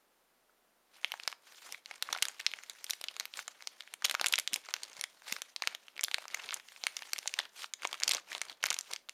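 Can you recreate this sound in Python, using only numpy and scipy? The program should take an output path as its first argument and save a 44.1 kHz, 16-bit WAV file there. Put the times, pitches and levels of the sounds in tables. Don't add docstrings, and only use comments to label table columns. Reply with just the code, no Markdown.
import sys
import numpy as np
from scipy import signal
from scipy.fft import rfft, irfft
from scipy.io import wavfile
from scipy.ndimage import uniform_filter1d

SR = 44100
rng = np.random.default_rng(int(sys.argv[2]) if len(sys.argv) > 2 else 0)


def inscribe(sig):
    pcm = np.round(np.clip(np.atleast_2d(sig).T, -1, 1) * 32767)
    wavfile.write(sys.argv[1], SR, pcm.astype(np.int16))


N = 402633
SNAP_RISE_S = 0.00015


def gain_of(db):
    return 10 ** (np.asarray(db) / 20)


def unit_rms(x):
    return x / np.sqrt(np.mean(x ** 2) + 1e-20)


def curve_at(points, hz):
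    point_hz, value = np.transpose(points)
    return np.interp(np.log(hz + 1), np.log(point_hz + 1), value)


def add(mix, start_s, sound):
    part = mix[round(start_s * SR):][:len(sound)]
    part += sound[:len(part)]


def octaves(hz):
    return np.log2(np.clip(hz, 120, 15000) / 3000)


def minimum_phase(db):
    log_gain = np.log(gain_of(db))
    mirrored = np.concatenate([log_gain, log_gain[..., -2:0:-1]], -1)
    return np.exp(log_gain - 1j * signal.hilbert(mirrored).imag[..., :log_gain.shape[-1]])


def mode(hz, centre_hz, width_hz):
    return 1 / (1 + 2j * (hz - centre_hz) / width_hz)


def buckle(ring_hz, fall_db_per_oct, rise_s):
    # frequency in Hz, level in dB.
    film_colour = [(80, -47), (300, -19), (640, -7.5), (1010, -6.5), (1610, -4), (2560, -1), (4070, -2),
                   (6460, -6), (10280, -13.5), (15000, -20), (15500, -38.5)]
    # centre in Hz, width in Hz, mean coupling in dB.
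    pouch_modes = [(2194, 150, -1)]
    ring_hz, fall_db_per_oct, rise_s = ring_hz[:, None], fall_db_per_oct[:, None], rise_s[:, None]
    hz, t = np.fft.rfftfreq(1024, 1 / SR), np.arange(1024) / SR
    draws = rng.standard_normal((len(ring_hz), 1030 + len(pouch_modes)))
    grit, scatter = draws[:, :1024], draws.T[1024:, :, None]
    decay_s = 0.0003 * np.exp(0.45 * scatter[0]) + rise_s / 4
    burst = np.minimum(t / rise_s, 1) * np.exp(-np.maximum(t - rise_s, 0) / decay_s)
    settling = gain_of(-16 + 4 * scatter[2]) * np.exp(-t / 0.003)
    slips = grit * burst + grit ** 3 / 4 * settling
    body = 1 + 1.5 * mode(hz, ring_hz, 0.4 * ring_hz)
    for k in range(3):
        facet_hz = 3500 * np.exp(0.64 * scatter[3 + k])
        body += (-1) ** k * 1.1 * mode(hz, facet_hz, 0.18 * facet_hz)
    for k, (centre_hz, width_hz, coupling_db) in enumerate(pouch_modes):
        body += gain_of(coupling_db + 4 * scatter[6 + k]) * mode(hz, centre_hz, width_hz)
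    away_oct = np.minimum(abs(octaves(hz) - octaves(ring_hz)), 3.5)
    fall_db = np.where(hz < ring_hz, abs(fall_db_per_oct), fall_db_per_oct) * away_oct
    colour = minimum_phase(curve_at(film_colour, hz) - fall_db)
    fade = np.cos(np.pi / 2 * t / t[-1]) ** 2
    shapes = irfft(rfft(slips) * body * colour) * fade
    return shapes / np.linalg.norm(shapes, axis=1, keepdims=True) * np.sqrt(SR / 1000)


def creases():
    # start in seconds, energy in dB, facet ring in Hz,
    # fall away from the ring in dB per octave.
    snaps = [(1.0457, -18.5, 2620, 1), (1.1192, -26, 900, -2.5), (1.1397, -31, 845, 4.5),
             (1.2767, -20, 3700, 3), (1.327, -34, 1170, 5.5), (1.7238, -31, 10900, 2),
             (1.7455, -33.5, 2140, 13), (1.9116, -32, 860, 3), (2.0246, -21, 11200, -1.5),
             (2.089, -30.5, 1090, 20), (2.149, -28, 1380, 8), (2.1624, -31.5, 750, 7),
             (2.224, -19, 2410, -1.5), (2.2261, -16.5, 3140, -4.5), (2.2327, -35, 4500, 0),
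             (2.2534, -26, 10470, 1), (2.2844, -27.5, 7140, 3.5), (2.4649, -15, 3800, 5),
             (2.537, -27.5, 2330, 3), (2.6975, -31, 7500, 2.5), (2.843, -30.5, 11040, 3.5),
             (2.9006, -28, 11000, 3.5), (2.9072, -21, 11790, 3), (2.934, -30, 4500, 0),
             (3.013, -33.5, 11100, 0.5), (3.0402, -28, 3750, 0.5), (3.0843, -26.5, 2880, 14.5),
             (3.1985, -23.5, 7040, 1.5), (3.2547, -31, 11400, -2), (3.3725, -34, 6800, 5),
             (3.3914, -29, 1300, 3.5), (3.4793, -29.5, 1120, 0.5), (3.6728, -26.5, 4900, 1),
             (3.9387, -31, 11000, 0.5), (4.052, -23, 2500, -1.5), (4.054, -19.5, 2750, -7.5),
             (4.0632, -30, 5400, 1), (4.097, -22.5, 3050, 1), (4.1114, -23, 11000, 1),
             (4.143, -27, 870, 2.5), (4.1499, -20, 1330, 3), (4.197, -26.5, 1420, 5),
             (4.213, -20.5, 4770, 0), (4.2432, -20.5, 1570, 5), (4.2611, -18.5, 9250, 0),
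             (4.267, -19.5, 9900, 1), (4.284, -25, 9400, 10), (4.3376, -14, 3200, 4.5),
             (4.3567, -23, 6560, 9), (4.3807, -23, 3100, 8), (4.3869, -20, 11200, -0.5),
             (4.398, -24.5, 9970, -3), (4.4759, -21.5, 6000, 1), (4.5331, -23.5, 11100, -2),
             (4.5412, -19.5, 9300, -2.5), (4.5598, -25.5, 10470, 1), (4.7394, -20.5, 1480, 0.5),
             (4.8336, -29, 9300, 4.5), (5.0115, -26, 9300, 2), (5.0394, -24, 2100, 1),
             (5.3646, -31.5, 1460, 1), (5.419, -28, 6530, 0.5), (5.5624, -27, 4300, -0.5),
             (5.622, -23, 1270, 3), (5.6377, -30.5, 1870, 20), (5.6737, -18, 1910, 1),
             (5.749, -29.5, 626, -2), (5.9781, -36.5, 720, 1), (5.9935, -28, 2000, 6),
             (6.0102, -29.5, 7700, 2), (6.034, -27.5, 2820, -2), (6.0387, -18.5, 11800, 5.5),
             (6.0462, -23.5, 3560, 13), (6.0827, -30.5, 1640, 3), (6.114, -29, 940, 1),
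             (6.1436, -17.5, 4020, 2), (6.183, -30, 710, 2), (6.4898, -30.5, 2600, 3),
             (6.5077, -30, 2100, 6), (6.5267, -30, 1320, 12.5), (6.5336, -33, 2690, 2),
             (6.5422, -24.5, 9800, 4), (6.838, -25.5, 730, 1), (6.868, -18.5, 9800, 0),
             (6.9673, -26, 6400, 1.5), (7.133, -20.5, 7300, 0.5), (7.1825, -32, 11000, -0.5),
             (7.188, -28, 6800, 0.5), (7.2581, -35, 836, 8), (7.2755, -22, 6500, 5),
             (7.278, -28.5, 4194, 8), (7.3395, -25.5, 2160, 0), (7.3973, -29, 890, 5),
             (7.402, -29, 2980, 7), (7.643, -29.5, 1420, 5), (7.737, -26.5, 7500, 2.5),
             (7.8466, -31, 2170, 2), (7.8511, -21, 960, 5), (7.8731, -30.5, 8200, 4),
             (7.9294, -27, 950, -0.5), (7.9422, -31, 1260, 2), (8.001, -33.5, 9030, -0.5),
             (8.0206, -33, 1730, 3), (8.0288, -31, 1460, 5), (8.0346, -17, 5850, 3),
             (8.043, -34, 3050, -7.5), (8.0782, -21, 3000, -5), (8.0802, -19, 6100, 9),
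             (8.093, -20.5, 11200, 4), (8.1051, -32, 2400, 3), (8.111, -19.5, 5000, 11),
             (8.1138, -22.5, 2400, -2.5), (8.1186, -20, 7540, 4), (8.1354, -24, 11000, 0),
             (8.141, -30, 600, -1), (8.1483, -22, 566, 1), (8.1685, -30, 4640, 4),
             (8.3177, -32.5, 1960, 17), (8.3502, -27.5, 1010, 6), (8.416, -23, 8700, 0),
             (8.6394, -17, 2080, 1), (8.656, -26, 3570, -4), (8.6604, -23.5, 2040, 0),
             (8.667, -28, 2400, -1), (8.6862, -33, 2280, 0), (8.7039, -19.5, 6700, 2.5),
             (8.708, -23, 5250, 0), (8.7155, -28.5, 1490, 10), (8.728, -28, 3330, -3.5),
             (8.7429, -26, 8700, 3), (8.7883, -24, 10300, 1.5), (8.81, -31, 7410, -1),
             (8.9349, -25, 8200, 1), (8.962, -31.5, 3730, 5.5), (9.0942, -32, 8800, 1)]
    # as for snaps, then rise in seconds.
    rolls = [(2.1265, -20, 1480, 0, 0.0027), (2.395, -29, 2000, -1, 0.0072),
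             (4.043, -15.5, 2960, -0.5, 0.0066), (4.324, -21.5, 11100, 3.5, 0.0019),
             (5.323, -22, 2520, -1.5, 0.0024), (6.3435, -22.5, 2020, -1.5, 0.0033),
             (6.392, -34, 2730, 10, 0.0078), (7.3876, -18.5, 2050, 1, 0.003),
             (8.627, -28.5, 3020, 0, 0.0036)]
    # start in seconds, peak in dB.
    ticks = [(1.032, -40), (1.1987, -26), (1.2352, -27.5), (1.3174, -33), (1.8589, -28.5), (2.1041, -32),
             (2.1749, -29), (2.1862, -28), (2.2171, -36), (2.4108, -29.5), (2.5157, -28.5), (2.5879, -31),
             (2.6355, -33.5), (2.866, -33), (2.8962, -25.5), (3.1655, -28), (3.2077, -29), (3.3386, -26),
             (3.6067, -39), (3.6238, -30), (3.8065, -26.5), (3.8223, -37), (3.876, -37), (4.0224, -30.5),
             (4.6878, -28.5), (4.7647, -27), (4.8408, -34), (4.9674, -32), (5.2206, -38.5), (5.8827, -34.5),
             (5.9653, -36), (6.2412, -38), (6.2543, -33), (6.281, -28.5), (6.3022, -37), (6.4949, -33),
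             (6.5206, -29), (6.5985, -36), (6.6863, -35), (6.7206, -40.5), (6.7621, -37.5), (6.8822, -33),
             (6.9909, -33), (7.0218, -28), (7.0322, -34.5), (7.1615, -28.5), (7.2292, -37), (7.2935, -33),
             (7.4535, -33), (7.6206, -27.5), (7.6599, -39), (7.8211, -29.5), (7.8327, -29), (8.1816, -29),
             (8.3298, -26), (8.3597, -34), (8.3803, -28), (8.4081, -37), (8.4848, -38), (8.4972, -30),
             (8.5057, -36), (8.5274, -36), (8.7653, -30), (8.9134, -29), (9.0881, -31)]
    out = np.zeros(N)
    rows = [row + (SNAP_RISE_S,) for row in snaps] + rolls
    starts_s, energies_db, ring_hz, fall_db_per_oct, rise_s = np.transpose(rows)
    shapes = buckle(ring_hz, fall_db_per_oct, rise_s)
    for start_s, energy_db, shape in zip(starts_s, energies_db, shapes):
        add(out, start_s, gain_of(energy_db) * shape)
    pitch, fall = rng.random((len(ticks), 2)).T
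    shapes = buckle(1200 * 4 ** pitch, 4 * fall, np.full(len(ticks), SNAP_RISE_S))
    for (start_s, peak_db), shape in zip(ticks, shapes):
        add(out, start_s, gain_of(peak_db) * shape / abs(shape).max())
    return out


def sliding(t):
    # start of hold in seconds, hold in seconds, level in dB, tilt in dB per octave.
    strokes = [(.95, 0.19, -65.5, 1.5), (1.05, 0.26, -61.5, 1.5), (1.495, 0.25, -59.5, 2.5),
               (1.649, 0.1, -54.5, 1.5), (1.87, 0.11, -62, 0), (2.035, 0.27, -56.5, -0.5),
               (2.31, 0.538, -62, 1.5), (2.89, 0.067, -58, 3), (3.02, 0.24, -62, 1),
               (3.369, 0.033, -49.5, 3), (3.47, .46, -64, 1), (4.051, 0.07, -52.5, -1),
               (4.21, 0.13, -52, 0), (4.52, 0.061, -57, -1.5), (4.661, 0.19, -58, 0), (4.9, 0.12, -56.5, 0),
               (5.1, 0.2, -67, 2.5), (5.286, 0.079, -49, 2), (5.4, 0.12, -66, 2), (5.63, 0.098, -58.5, -1),
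               (5.8, 0.11, -68, 1.5), (5.96, 0.16, -67.5, -1.5), (6.15, 0.078, -56.5, 0.5),
               (6.32, 0.26, -55, 0), (6.67, 0.26, -61.5, 3), (6.839, 0.52, -58.5, 2), (7.1, 0.17, -64, -1),
               (7.391, 0.06, -56.5, -0.5), (7.589, 0.046, -51, 3), (7.83, 0.18, -57, 0),
               (8.048, 0.12, -51.5, -1.5), (8.314, 0.053, -50.5, 0.5), (8.43, 0.096, -58.5, -0.5),
               (8.65, 0.072, -54.5, -1.5), (8.76, 0.14, -63.5, 1.5), (8.889, 0.044, -52, 0.5)]
    start_s, hold_s, level_db, tilt_db_per_oct = np.transpose(strokes)[:, :, None]
    rise_db_per_s = 524 / (1.5 + 2 * hold_s * np.maximum(tilt_db_per_oct, 0))
    release_db_per_s = 372
    before_s, after_s = np.maximum(start_s - t, 0), np.maximum(t - start_s - hold_s, 0)
    power = gain_of(level_db - rise_db_per_s * before_s - release_db_per_s * after_s) ** 2
    return np.sqrt(power.sum(0)), (power * tilt_db_per_oct).sum(0) / power.sum(0)


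def rustle(ticks_per_s=250, patchy_db=3, grip_db=2.1):
    frames, hz = N // 64 + 5, np.fft.rfftfreq(256, 1 / SR)
    t, frame_s = np.arange(N) / SR, np.arange(frames) * 64 / SR
    # frequency in Hz, level in dB.
    skin_colour = [(100, -35), (500, -1.5), (2200, -1), (4000, -3.5), (8000, -10.5), (15000, -21.5),
                   (15500, -33.5)]
    strength, tilt_db_per_oct = sliding(frame_s)
    real, imag, patches = rng.standard_normal((frames, 129, 3)).T
    patches = uniform_filter1d(patches, size=9, axis=0)
    patches = unit_rms(uniform_filter1d(patches, size=14, axis=1))
    grip = unit_rms(uniform_filter1d(rng.standard_normal(frames), size=5))
    colour_db = curve_at(skin_colour, hz)[:, None] + octaves(hz)[:, None] * tilt_db_per_oct
    spectra = (real + 1j * imag) * gain_of(colour_db + patchy_db * patches + grip_db * grip)
    hiss = unit_rms(signal.istft(spectra, nperseg=256, noverlap=192)[1][:N])

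    shapes = buckle(np.geomspace(700, 9000, 24), rng.uniform(0, 7, 24), np.full(24, SNAP_RISE_S))
    bunching = np.interp(t, frame_s, np.exp(grip - 0.5))
    size_db = 5.5 * np.minimum(rng.exponential(1, N), 2.7)
    impulses = gain_of(size_db) * (rng.random(N) < ticks_per_s / SR * bunching)
    kind = rng.integers(0, len(shapes), N)
    ticks = sum(signal.oaconvolve(impulses * (kind == k), shape)[:N] for k, shape in enumerate(shapes))
    tick_gain_db = -1 - 3 * np.interp(t, frame_s, np.clip(tilt_db_per_oct, 0, 4))
    return np.interp(t, frame_s, strength) * (hiss + gain_of(tick_gain_db) * ticks)


def tap_and_thumps():
    # centre in seconds, envelope peak in dB, pitch in Hz.
    pulses = [(.497, -59.5, 1430), (2.226, -64, 101), (4.046, -60, 171), (4.218, -62, 220),
              (4.388, -52, 305), (4.533, -48.5, 252), (4.99, -63, 174), (5.326, -47, 226),
              (7.853, -47.5, 370)]
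    out = np.zeros(N)
    for centre_s, peak_db, hz in pulses:
        cycles = np.arange(-5, 5, hz / SR)
        width_cycles = 0.6 + hz / 700
        envelope = gain_of(peak_db) * np.exp(-(cycles / width_cycles) ** 2)
        add(out, centre_s - 5 / hz, envelope * np.sin(2 * np.pi * cycles))
    return out


def room(x, level_db=-18, onset_s=0.0023):
    # frequency in Hz, time to fall 60 dB in seconds.
    decay_times = [(300, 0.62), (2000, 0.29), (8000, 0.23)]
    hz, t, spectra = signal.stft(rng.standard_normal(SR // 2), SR, nperseg=256)
    decay = gain_of(-60 * t / curve_at(decay_times, hz)[:, None])
    tail = signal.istft(spectra * decay, SR, nperseg=256)[1]
    tail *= np.clip(np.arange(len(tail)) / SR / onset_s, 0, 1)
    tail *= gain_of(level_db) / np.linalg.norm(tail)
    return signal.oaconvolve(x, tail)[:N]


def background(hiss_db=-73):
    # frequency in Hz, relative level in dB.
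    hiss_colour = [(40, -20), (60, -21), (110, -17), (200, -4.5), (600, 0), (1400, -3.5), (2500, -8.5),
                   (7000, -13.5), (15100, -13.5), (15400, -22)]
    # frequency in Hz, rms level in dB.
    hum_tones = [(32.1, -101), (32.57, -99)]
    colour = gain_of(curve_at(hiss_colour, np.fft.rfftfreq(N, 1 / SR)))
    hiss = irfft(rfft(rng.standard_normal(N)) * colour, N)
    t = np.arange(N) / SR
    hum = sum(gain_of(db) * np.sqrt(2) * np.sin(2 * np.pi * hz * (t - 0.5)) for hz, db in hum_tones)
    return gain_of(hiss_db) * unit_rms(hiss) + hum


def scene():
    wrapper = creases() + rustle()
    return (wrapper + room(wrapper) + tap_and_thumps() + background())[None]


def record(dry):
    notch_hz, notch_width_hz, cutoff_hz = 7870, 200, 16500
    notched = signal.lfilter(*signal.iirnotch(notch_hz, notch_hz / notch_width_hz, SR), dry)
    lowpass = signal.firwin(511, cutoff_hz, window=("kaiser", 9), fs=SR)
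    return signal.oaconvolve(notched, lowpass[None], "same")


dry = scene()
out = record(dry)
inscribe(out)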